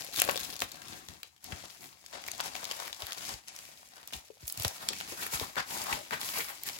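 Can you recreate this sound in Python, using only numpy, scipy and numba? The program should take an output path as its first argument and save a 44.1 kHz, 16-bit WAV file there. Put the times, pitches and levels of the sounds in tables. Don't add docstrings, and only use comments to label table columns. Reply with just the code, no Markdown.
import sys
import numpy as np
from scipy import signal
from scipy.fft import rfft, irfft, next_fast_len
from scipy.io import wavfile
from numba import njit

SR = 44100
rng = np.random.default_rng(int(sys.argv[2]) if len(sys.argv) > 2 else 0)


def dump_mix(stems):
    frames = np.atleast_2d(stems).T
    limited = np.clip(frames, -1, 1)
    pcm = np.round(limited * 32767).astype(np.int16)
    wavfile.write(sys.argv[1], SR, pcm)


N = 299703
T = np.arange(N) / SR


def undb(db):
    return 10 ** (np.asarray(db) / 20)


def unit(x):
    return x / np.sqrt(np.mean(x ** 2))


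def curve(table, t=T):
    return np.interp(t, *np.transpose(table))


def by_bin(table, column=1, size=N):
    columns = np.transpose(table)
    return np.interp(np.log(np.arange(size // 2 + 1) * SR / size + 1), np.log(columns[0]), columns[column])


def colour(x, spectrum):
    size = next_fast_len(N)
    gain = undb(by_bin(spectrum, size=size))
    return unit(irfft(rfft(x, size) * gain, size)[..., :N])


def band(x, hz, q):
    w = 2 * np.pi * min(hz, SR / 3) / SR
    a = np.sin(w) / (2 * q)
    return signal.lfilter([a, 0, -a], [1 + a, -2 * np.cos(w), 1 - a], x)


def walk(rate_hz):
    return np.interp(T * rate_hz, np.arange(4096), rng.standard_normal(4096))


def add(out, s, sound):
    i = max(int(s * SR), 0)
    out[:, i:i + sound.shape[-1]] += sound[..., :N - i]


# (start [s], rise [s],
# hold [s], film hiss [dB], sheet rub [dB], roll rumble [dB], top-treble lift [dB], curl resonance [Hz])
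STROKES = [(-.02, 0.012, 0.041, -42.5, -46.5, -64, -7, 835),
           (0.121, 0.038, 0.016, -38.5, -55, -76, 2.5, 3850),
           (0.174, 0.01, 0.021, -45, -44, -53, -13, 2500), (0.202, 0.046, 0.068, -43, -41, -49.5, 2, 1290),
           (0.37, 0.046, 0.076, -46.5, -44, -54.5, -1, 650),
           (0.606, 0.011, 0.015, -45.5, -42, -48.5, 5, 890),
           (0.708, 0.025, 0.2, -57.5, -48.5, -62.5, -7, 780),
           (0.836, 0.076, 0.029, -49, -44.5, -52.5, -9, 1380),
           (1.08, 0.023, 0.045, -60.5, -57, -58.5, -6, 617),
           (1.436, 0.012, 0.2, -49.5, -52, -59.5, -19, 740),
           (1.481, 0.025, 0.011, -55, -44, -51.5, -25, 896),
           (1.787, 0.04, 0.016, -49, -51.5, -57, 1.5, 1180),
           (2.118, 0.029, 0.0072, -45, -38, -57, -41, 810), (2.247, 0.017, 0.26, -49, -46.5, -61, -15, 760),
           (2.426, 0.015, 0.029, -36.5, -38, -63, -10, 740),
           (2.54, 0.011, 0.15, -44.5, -41, -62.5, -9, 770),
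           (2.698, 0.011, 0.17, -44.5, -41.5, -86, -4.5, 780),
           (2.985, 0.019, 0.14, -48.5, -42, -73, -4, 696),
           (3.157, 0.017, 0.093, -41, -42.5, -58.5, -8, 790),
           (3.265, 0.019, 0.04, -37, -39, -52.5, -15, 870),
           (3.472, 0.0045, 0.014, -42, -45.5, -67, -39, 1240),
           (3.906, 0.051, 0.031, -77, -48, -98, -3, 1370), (4.12, 0.011, 0.028, -40, -48.5, -54, -9, 910),
           (4.458, 0.021, 0.015, -49.5, -78, -79, 23, 1500),
           (4.546, 0.091, 0.013, -38.5, -39, -60, -6, 605),
           (4.779, 0.051, 0.017, -49.5, -38.5, -53.5, 5, 1410),
           (4.874, 0.01, 0.16, -42, -61, -56, -16, 555), (5.047, 0.051, 0.028, -39.5, -41, -55.5, -7, 510),
           (5.165, 0.036, 0.04, -38.5, -33.5, -52, -1, 1380),
           (5.307, 0.028, 0.013, -29.5, -37.5, -51, -4.5, 1510),
           (5.371, 0.044, 0.0058, -40.5, -34.5, -49, -4, 1040),
           (5.564, 0.0037, 0.033, -56, -27, -48.5, -5, 1470),
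           (5.645, 0.091, 0.12, -37.5, -36, -54.5, -5.5, 1000),
           (5.875, 0.038, 0.021, -38.5, -31.5, -48.5, -5, 860),
           (6.104, .02, 0.023, -49, -30.5, -47, 6, 1460), (6.189, 0.028, 0.088, -37, -40, -57, -3.5, 1070),
           (6.301, 0.06, 0.042, -38, -34.5, -55.5, 3.5, 2330),
           (6.476, 0.015, 0.0072, -49, -35.5, -82, 25, 1920),
           (6.646, 0.023, 0.013, -39, -37, -54.5, 3, 2560)]
# (time [s], film hiss [dB])
HELD_RUSTLE = [(0, -46.5), (.75, -52.5), (1.1, -55.5), (1.25, -56.5), (1.3, -64.5), (1.405, -64),
               (1.46, -52), (1.65, -49.5), (1.98, -59), (2.3, -48.5), (2.95, -50), (3.43, -59.5),
               (3.57, -46), (3.9, -55), (4.1, -54), (4.3, -58), (4.35, -61.5), (4.395, -61.5), (4.42, -52),
               (4.75, -51), (5.5, -51), (6.55, -49.5), (6.8, -43)]


def handling(release_s=0.015, release_share=0.97, held_lift_db=-8.5, held_curl_hz=653):
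    t, power = T[::32], lambda db: undb(db) ** 2
    held_db = curve(HELD_RUSTLE, t)
    hiss, rub, flex = power(held_db), power(held_db - 3), power(held_db - 19)
    lift, curl = hiss * held_lift_db, rub * held_curl_hz
    for s, rise_s, hold_s, hiss_db, rub_db, flex_db, lift_db, curl_hz in STROKES:
        fade_s = release_s + release_share * rise_s
        fade = np.exp(-np.maximum(t - s - rise_s - hold_s, 0) / fade_s)
        effort = (np.clip((t - s) / rise_s, 0, 1) * fade) ** 2
        hiss += effort * power(hiss_db)
        rub += effort * power(rub_db)
        flex += effort * power(flex_db)
        lift += effort * power(hiss_db) * lift_db
        curl += effort * power(rub_db) * curl_hz
    levels_db = 10 * np.log10([hiss, rub, flex])
    return [np.interp(T, t, c) for c in (*levels_db, lift / hiss, curl / rub)]


@njit
def ring(start, hz, cycles, size, phase):
    out = np.zeros((2, N))
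    for k in range(len(start)):
        pole = np.exp((2j * np.pi - 6.9 / cycles) * hz[k] / SR)
        for c in range(2):
            z = size[k] * np.exp(1j * phase[k, c])
            for i in range(int(start[k]), min(N, int(start[k] + cycles * SR / hz[k]))):
                out[c, i] += z.imag
                z *= pole
    return out


def crinkles(count=1500, spread_db=6, centre_hz=4600, cycles=9.0, bunch_s=.014, modes=6):
    when, strength, lag = rng.random((count, 3)).T
    start = np.repeat(when[::3], 3)[:count] * N + lag * bunch_s * SR
    size = undb(spread_db * np.minimum(-np.log(strength), 2))
    octaves = 0.65 * rng.standard_normal((count, 1)) + 0.81 * rng.standard_normal((count, modes))
    hz = centre_hz * 2 ** octaves.ravel()
    size = np.repeat(size, modes) * hz ** 0.24 * (hz < SR / 2)
    phase = 2 * np.pi * rng.random((count * modes, 2))
    return ring(np.repeat(start, modes), hz, cycles, size, phase)


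# (frequency [Hz], gain [dB])
HISS_SPECTRUM = [(300, -33), (1000, -15), (2200, 5.5), (3200, 0), (5500, 3.5), (7500, 4), (9500, 4),
                 (12000, 6), (16000, 3.5)]
CRINKLE_SPECTRUM = [(200, 5), (700, 2.5), (2000, -2), (5000, 4), (8000, -1.5), (10000, 9), (16000, 9.5)]
# (time [s], crinkles relative to the hiss [dB])
CREASING = [(0, -0.5), (.5, -1), (1.6, -6), (2.3, -5), (3.3, -10.5), (4.0, -4.5), (4.5, -3.5), (4.9, -10),
            (5.8, -9), (6.4, -6), (6.75, -7.5)]


def film(hiss_db, lift_db, lift_above_hz=8800):
    slips = rng.standard_normal((2, N)) * undb(2 * walk(900) + 2 * walk(90))
    hiss = colour(slips, HISS_SPECTRUM) * undb(-0.5)
    crackle = colour(crinkles(), CRINKLE_SPECTRUM) * undb(curve(CREASING))
    rustle = (hiss + crackle) * undb(hiss_db)
    top = signal.sosfiltfilt(signal.butter(2, lift_above_hz, "high", fs=SR, output="sos"), rustle)
    return rustle + (undb(lift_db) - 1) * top


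# (frequency [Hz], gain [dB])
RUB_SPECTRUM = [(150, -13), (300, -6), (500, -1), (750, 4.5), (1100, 3), (1700, 2), (2600, -3.5), (5000, 0)]


def sheet(rub_db, curl_hz, curl_octaves=0.28, curl_db=4.5, radiation_db=-7.5):
    grip = undb(3 * walk(250) + 2 * walk(60))
    out = 0
    for hz in np.geomspace(220, 4400, 18):
        near_curl = np.exp(-.5 * (np.log2(hz / curl_hz) / curl_octaves) ** 2)
        gain = undb(curl_db * near_curl + 4.7 * walk(30))
        out = out + gain * band(rng.standard_normal((2, N)) * grip, hz, q=4.7)
    return colour(out, RUB_SPECTRUM) * undb(rub_db + radiation_db)


# (frequency [Hz], gain [dB])
RUMBLE_SPECTRUM = [(20, -28), (40, -4), (65, -4.5), (130, -4), (200, -3.5), (320, -4), (700, -25)]


def rumble(flex_db):
    return colour(rng.standard_normal((2, N)), RUMBLE_SPECTRUM) * undb(flex_db)


# (frequency [Hz], gain [dB])
ROOM_TONE_SPECTRUM = [(20, -40), (70, 13), (200, 0), (1000, -25), (5000, -26), (16000, -24)]


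def room_tone(db=-78):
    return colour(rng.standard_normal((2, N)), ROOM_TONE_SPECTRUM) * undb(db)


# (start [s], length [s], level [dB], first pitch [Hz], last pitch [Hz])
SCRAPES = [(0.146, 0.086, -41, 4100, 2500), (0.202, .075, -49, 2870, 2370), (0.233, 0.099, -50, 585, 500),
           (2.37, 0.11, -50.5, 1020, 840), (5.69, 0.16, -47.5, 900, 895), (5.863, 0.11, -47, 900, 860),
           (5.962, 0.069, -50.5, 514, 640), (6.337, 0.098, -42.5, 2300, 2080)]


def scrapes(q=3.8, slips_per_s=1200):
    out = np.zeros((2, N))
    for s, length_s, db, first_hz, last_hz in SCRAPES:
        size = int(length_s * SR)
        slips = rng.standard_normal((2, 16384)) * (rng.random(16384) < slips_per_s / SR)
        glide = np.exp(2j * np.pi * np.cumsum(np.geomspace(first_hz, last_hz, size)) / SR)
        pole = np.exp(-np.pi * last_hz / q / SR)
        hollow = (signal.lfilter([1], [1, -2 * pole, pole ** 2], slips[:, :size] / glide) * glide).real
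        add(out, s, unit(hollow) * signal.windows.tukey(size, .5) * undb(db))
    return out


# (time [s], level [dB], pitch [Hz], tick trim [dB])
CREASE_SNAPS = [(.1612, -25, 5600, -11), (.171, -28, 4200, -10), (.1934, -23.5, 2830, -29),
                (.1958, -24, 2900, -6), (.1997, -17, 7500, -10), (.2012, -23, 7600, -8),
                (.2187, -8, 2750, -0.5), (.277, -29, 1960, -16), (.2895, -23.5, 960, -24),
                (.2945, -18.5, 1740, -13), (.312, -23.5, 7200, 2), (.358, -28, 3570, -21),
                (.3658, -27.5, 4240, -13), (.3754, -24, 3650, -11), (.395, -31, 5500, -9),
                (.4022, -28.5, 5200, -5), (.4275, -41, 5000, -12), (.4485, -31, 5050, -11),
                (.5025, -35, 5160, -11), (.5557, -36, 4620, -14), (.5646, -32, 5000, -8),
                (.5925, -33, 5150, -12), (.6032, -26, 4830, -13), (.6144, -28, 4850, -13),
                (.6198, -18.5, 2130, -17), (.7173, -34, 4400, -12), (1.0859, -34.5, 3300, -12),
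                (1.2316, -31, 2510, -10.5), (1.4428, -33.5, 7500, -7), (2.0624, -37.5, 5550, -15),
                (2.2389, -35, 2400, -28), (2.2648, -35, 4630, -11), (2.2795, -28.5, 2980, 12),
                (2.284, -28, 2240, -14), (2.3158, -28.5, 6230, -23), (2.3955, -31, 1130, -25),
                (2.4023, -23, 1540, -22), (2.408, -26, 5450, -22), (2.5523, -29, 2520, -44),
                (2.6429, -28, 5160, -30), (2.6526, -28.5, 4180, -18), (2.7125, -24.5, 3160, -44),
                (2.7197, -32, 4000, -16), (2.8004, -31, 4400, -21), (2.8785, -30, 3000, -10),
                (2.9288, -29.5, 3560, -29), (2.9466, -39, 4930, -14), (3.0036, -38, 4200, -13),
                (3.021, -28, 3580, -19), (3.0678, -29.5, 4400, -6), (3.1083, -36, 4020, -22),
                (3.1213, -27.5, 3350, -18), (3.1308, -31.5, 6100, -16), (3.2512, -33, 4500, -16),
                (3.2916, -30, 5200, -16), (3.3395, -32.5, 4600, -24), (3.4824, -33.5, 5100, -26),
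                (3.4895, -40, 5650, -15), (3.5628, -35.5, 5560, -26), (3.589, -35, 4740, -24),
                (4.0753, -31, 7000, -5), (4.4796, -24, 6060, -2.5), (4.491, -32, 5500, 10),
                (4.4994, -29.5, 5300, -12), (4.5243, -23.5, 5500, 17), (4.5753, -26.5, 5430, -5),
                (4.5986, -27, 4570, -6), (4.6217, -26.5, 5600, -18), (4.6342, -24.5, 5700, 13),
                (4.6479, -18, 2950, -14), (4.6801, -23, 6800, -11), (4.8876, -17, 4720, -24),
                (4.9333, -28.5, 2500, -10), (5.0028, -28, 2800, -7), (5.0107, -28.5, 2100, -37),
                (5.2655, -25.5, 1650, -5), (5.3585, -31, 1490, -5), (5.3977, -25.5, 3830, -16),
                (5.5565, -32.5, 1560, -11), (6.1086, -28, 1700, -12), (6.2133, -27, 3580, -10),
                (6.3869, -26.5, 4360, -7.5), (6.6352, -26.5, 6000, -1), (6.6878, -25.5, 3300, -13)]


def snaps(rows, rise_s=.00013, snap_s=.0014, after_s=.0044, tick_s=.0006, tick_db=8, body_hz=1000):
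    out, t = np.zeros((2, N)), T[:2048]
    treble = signal.butter(2, 8500, "high", fs=SR, output="sos")
    attack = 1 - np.exp(-t / rise_s)
    for s, db, hz, trim_db in rows:
        noise = rng.standard_normal((2, len(t)))
        burst = noise * attack * (np.exp(-t / snap_s) + undb(-26) * np.exp(-t / after_s))
        tick = unit(signal.sosfilt(treble, noise * np.exp(-t / tick_s))) * undb(tick_db + trim_db)
        tone = np.sin(2 * np.pi * (hz * t + rng.random((2, 1)))) * attack * np.exp(-t * hz / 2.9)
        body = band(band(burst, body_hz, q=0.39), body_hz, q=0.39)
        body = unit(body) * undb(-7 - 6 * np.log2(hz / body_hz))
        snap = unit(band(burst, hz, q=0.86)) + undb(-9) * unit(tone) + body + tick
        add(out, s, unit(snap) * undb(db) * np.sqrt(SR / 1000 / len(t)))
    return out


def lesser_snaps(hiss_db, count=110, above_db=10.5, spread_db=4.5, hz=4210, octaves=0.7, trim_db=-15):
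    typical_db = hiss_db + curve(CREASING) + above_db
    starts = rng.integers(0, N, count)
    chance = np.minimum(rng.standard_normal((count, 2)), 1)
    return snaps([(T[i], typical_db[i] + spread_db * louder, hz * 2 ** (octaves * higher), trim_db)
                  for i, (louder, higher) in zip(starts, chance)])


def blow(db, hz, contact_s, modes):
    t, sound = T[:8192], 0
    for ratio, mode_db, t60 in modes:
        tone = np.sin(2 * np.pi * (hz * ratio * t + rng.random((2, 1))))
        decay = np.exp(-np.log(1000) * t / t60)
        sound = sound + undb(mode_db) * tone * decay / (1 + (hz * ratio * contact_s) ** 2)
    sound = sound * (1 - np.exp(-t / contact_s))
    return undb(db) * sound / np.abs(sound).max()


# (time [s], level [dB], lowest mode [Hz], contact [s])
KNOCKS = [(0.289, -18.5, 518, 0.0002), (.358, -28.5, 530, 0.0011), (0.621, -30, 546, 0.00034),
          (2.552, -33, 754, 0.00033), (4.302, -37, 430, 0.0056), (4.650, -19, 508, 0.00012),
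          (5.329, -33.5, 450, 0.00035), (5.413, -29.5, 460, 0.00085), (5.567, -31.5, 590, 0.001),
          (5.582, -29.5, 585, 0.0004), (5.932, -26, 870, 0.001), (6.133, -29.5, 443, 0.00053)]
# (frequency [multiple of the lowest], level [dB], t60 [s])
KNOCK_MODES = [(1, 0, .024), (1.25, -6, .02), (2.1, -5, .013), (3.7, -8, .01)]


def knocks():
    out = np.zeros((2, N))
    for s, db, hz, contact_s in KNOCKS:
        add(out, s, blow(db, hz, contact_s, KNOCK_MODES))
    return out


# (time [s], level [dB], pitch [Hz])
THUDS = [(0.628, -45, 90), (1.085, -42.5, 113), (1.524, -34, 125), (3.026, -42, 100), (3.33, -42, 85),
         (4.152, -40, 79), (4.428, -41.5, 77), (4.576, -41.5, 148), (4.595, -35, 125), (4.652, -29, 126),
         (5.336, -36, 90), (5.413, -35.5, 104), (5.922, -36, 80), (6.114, -45, 144)]
# (frequency [multiple of the pitch], level [dB], t60 [s])
THUD_MODES = [(.7, -2.5, 0.053), (1, -4.5, 0.056), (1.55, -1, 0.043), (4.3, 10.5, .025)]


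def thuds(contact_s=0.0089):
    out = np.zeros((2, N))
    for s, db, hz in THUDS:
        add(out, s, blow(db, hz, contact_s, THUD_MODES))
    return out


# (time [s], level [dB], pitch [Hz], decay [s])
SMACKS_AND_POPS = [(1.521, -37.5, 2150, 0.0065), (1.522, -45.5, 613, 0.016), (2.629, -39.5, 780, 0.0054),
                   (2.799, -37.5, 950, .005), (2.821, -38.5, 1000, 0.0054), (3.173, -41, 850, 0.0045),
                   (4.133, -34, 3600, 0.0061), (4.904, -42, 340, 0.0093), (5.12, -40.5, 460, .014),
                   (5.427, -35.5, 950, 0.0072), (5.582, -29, 1600, 0.0067), (5.601, -27.5, 1520, 0.0039),
                   (5.926, -26, 2070, 0.0038), (6.13, -32, 1610, 0.018), (6.384, -42, 480, 0.021),
                   (6.404, -31.5, 2220, 0.006)]


def smacks_and_pops(rise_s=.0011, q=2.06):
    out, t = np.zeros((2, N)), T[:4096]
    for s, db, hz, decay_s in SMACKS_AND_POPS:
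        swell = (1 - np.exp(-t / rise_s)) * np.exp(-t / decay_s)
        burst = unit(band(rng.standard_normal((2, len(t))), hz, q))
        add(out, s, burst * swell / swell.max() * undb(db))
    return out


def room(x, t60=0.21, wet_db=-12, damp_hz=6500, low_hz=600, places=6):
    t = T[:16384]
    envelope = np.exp(-np.log(1000) * t / t60) * (1 - np.exp(-t / 0.00027))
    tails = rng.standard_normal((places, 2, len(t))) * envelope
    tails = signal.sosfilt(signal.butter(2, damp_hz, fs=SR, output="sos"), tails)
    tails = signal.sosfilt(signal.butter(2, low_hz, "high", fs=SR, output="sos"), tails)
    tails = unit(tails) / np.sqrt(len(t)) * undb(wet_db)
    place, wet = np.linspace(0, places - 1, N), 0
    for k, tail in enumerate(tails):
        crossfade = np.sqrt(np.maximum(1 - abs(place - k), 0))
        wet = wet + signal.oaconvolve(x * crossfade, tail, axes=1)[:, :N]
    return x + wet


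# (frequency [Hz], left minus right [dB], likeness [0-1])
PORT_BALANCE = [(60, 5, 0.55), (250, 6, 0.67), (654, 8.5, 0.67), (1580, 4, 0.3), (2900, 4, 0), (4770, 6, 0),
                (7380, 9, 0.38), (8520, 0, 0), (9430, 0.5, 1), (16000, -0.5, 0.64)]
# (frequency [Hz], lead of the left [rad])
PORT_LEAD = [(80, 0), (500, 1.3), (1000, 2.4), (2900, 3.6), (4200, 6.3), (5600, 9.2), (7000, 12.3),
             (8300, 12.3), (9300, 9.4), (10300, 6.5), (11900, 6.1), (13300, 3.2), (14600, .3), (16000, -.2)]


def ports(x):
    left, other = rfft(x)
    lean = undb(by_bin(PORT_BALANCE) / 2)
    likeness = by_bin(PORT_BALANCE, column=2).clip(0, 1)
    right = (likeness * left + np.sqrt(1 - likeness ** 2) * other) * np.exp(-1j * by_bin(PORT_LEAD))
    return irfft(np.array([left * lean, right / lean]), N)


# (time [s], left minus right [dB])
ROLL_PAN = [(0, 2), (.6, 1.5), (3.0, 1), (3.6, -1), (4.9, -2.5), (5.6, -0.5), (6.8, -1)]


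def scene():
    hiss_db, rub_db, flex_db, lift_db, curl_hz = handling()
    direct = film(hiss_db, lift_db) + sheet(rub_db, curl_hz) + scrapes() + rumble(flex_db)
    direct += lesser_snaps(hiss_db) + snaps(CREASE_SNAPS) + smacks_and_pops() + knocks() + thuds()
    heard = ports(room(direct) + room_tone())
    pan_db = curve(ROLL_PAN)
    return heard * undb(np.array([pan_db, -pan_db]) / 2)


def record(dry, low_hz=50, top_hz=15900):
    thin = signal.sosfilt(signal.butter(4, low_hz, "high", fs=SR, output="sos"), dry)
    return signal.sosfilt(signal.ellip(8, .2, 70, top_hz, fs=SR, output="sos"), thin)


dry = scene()
out = record(dry)
dump_mix(out)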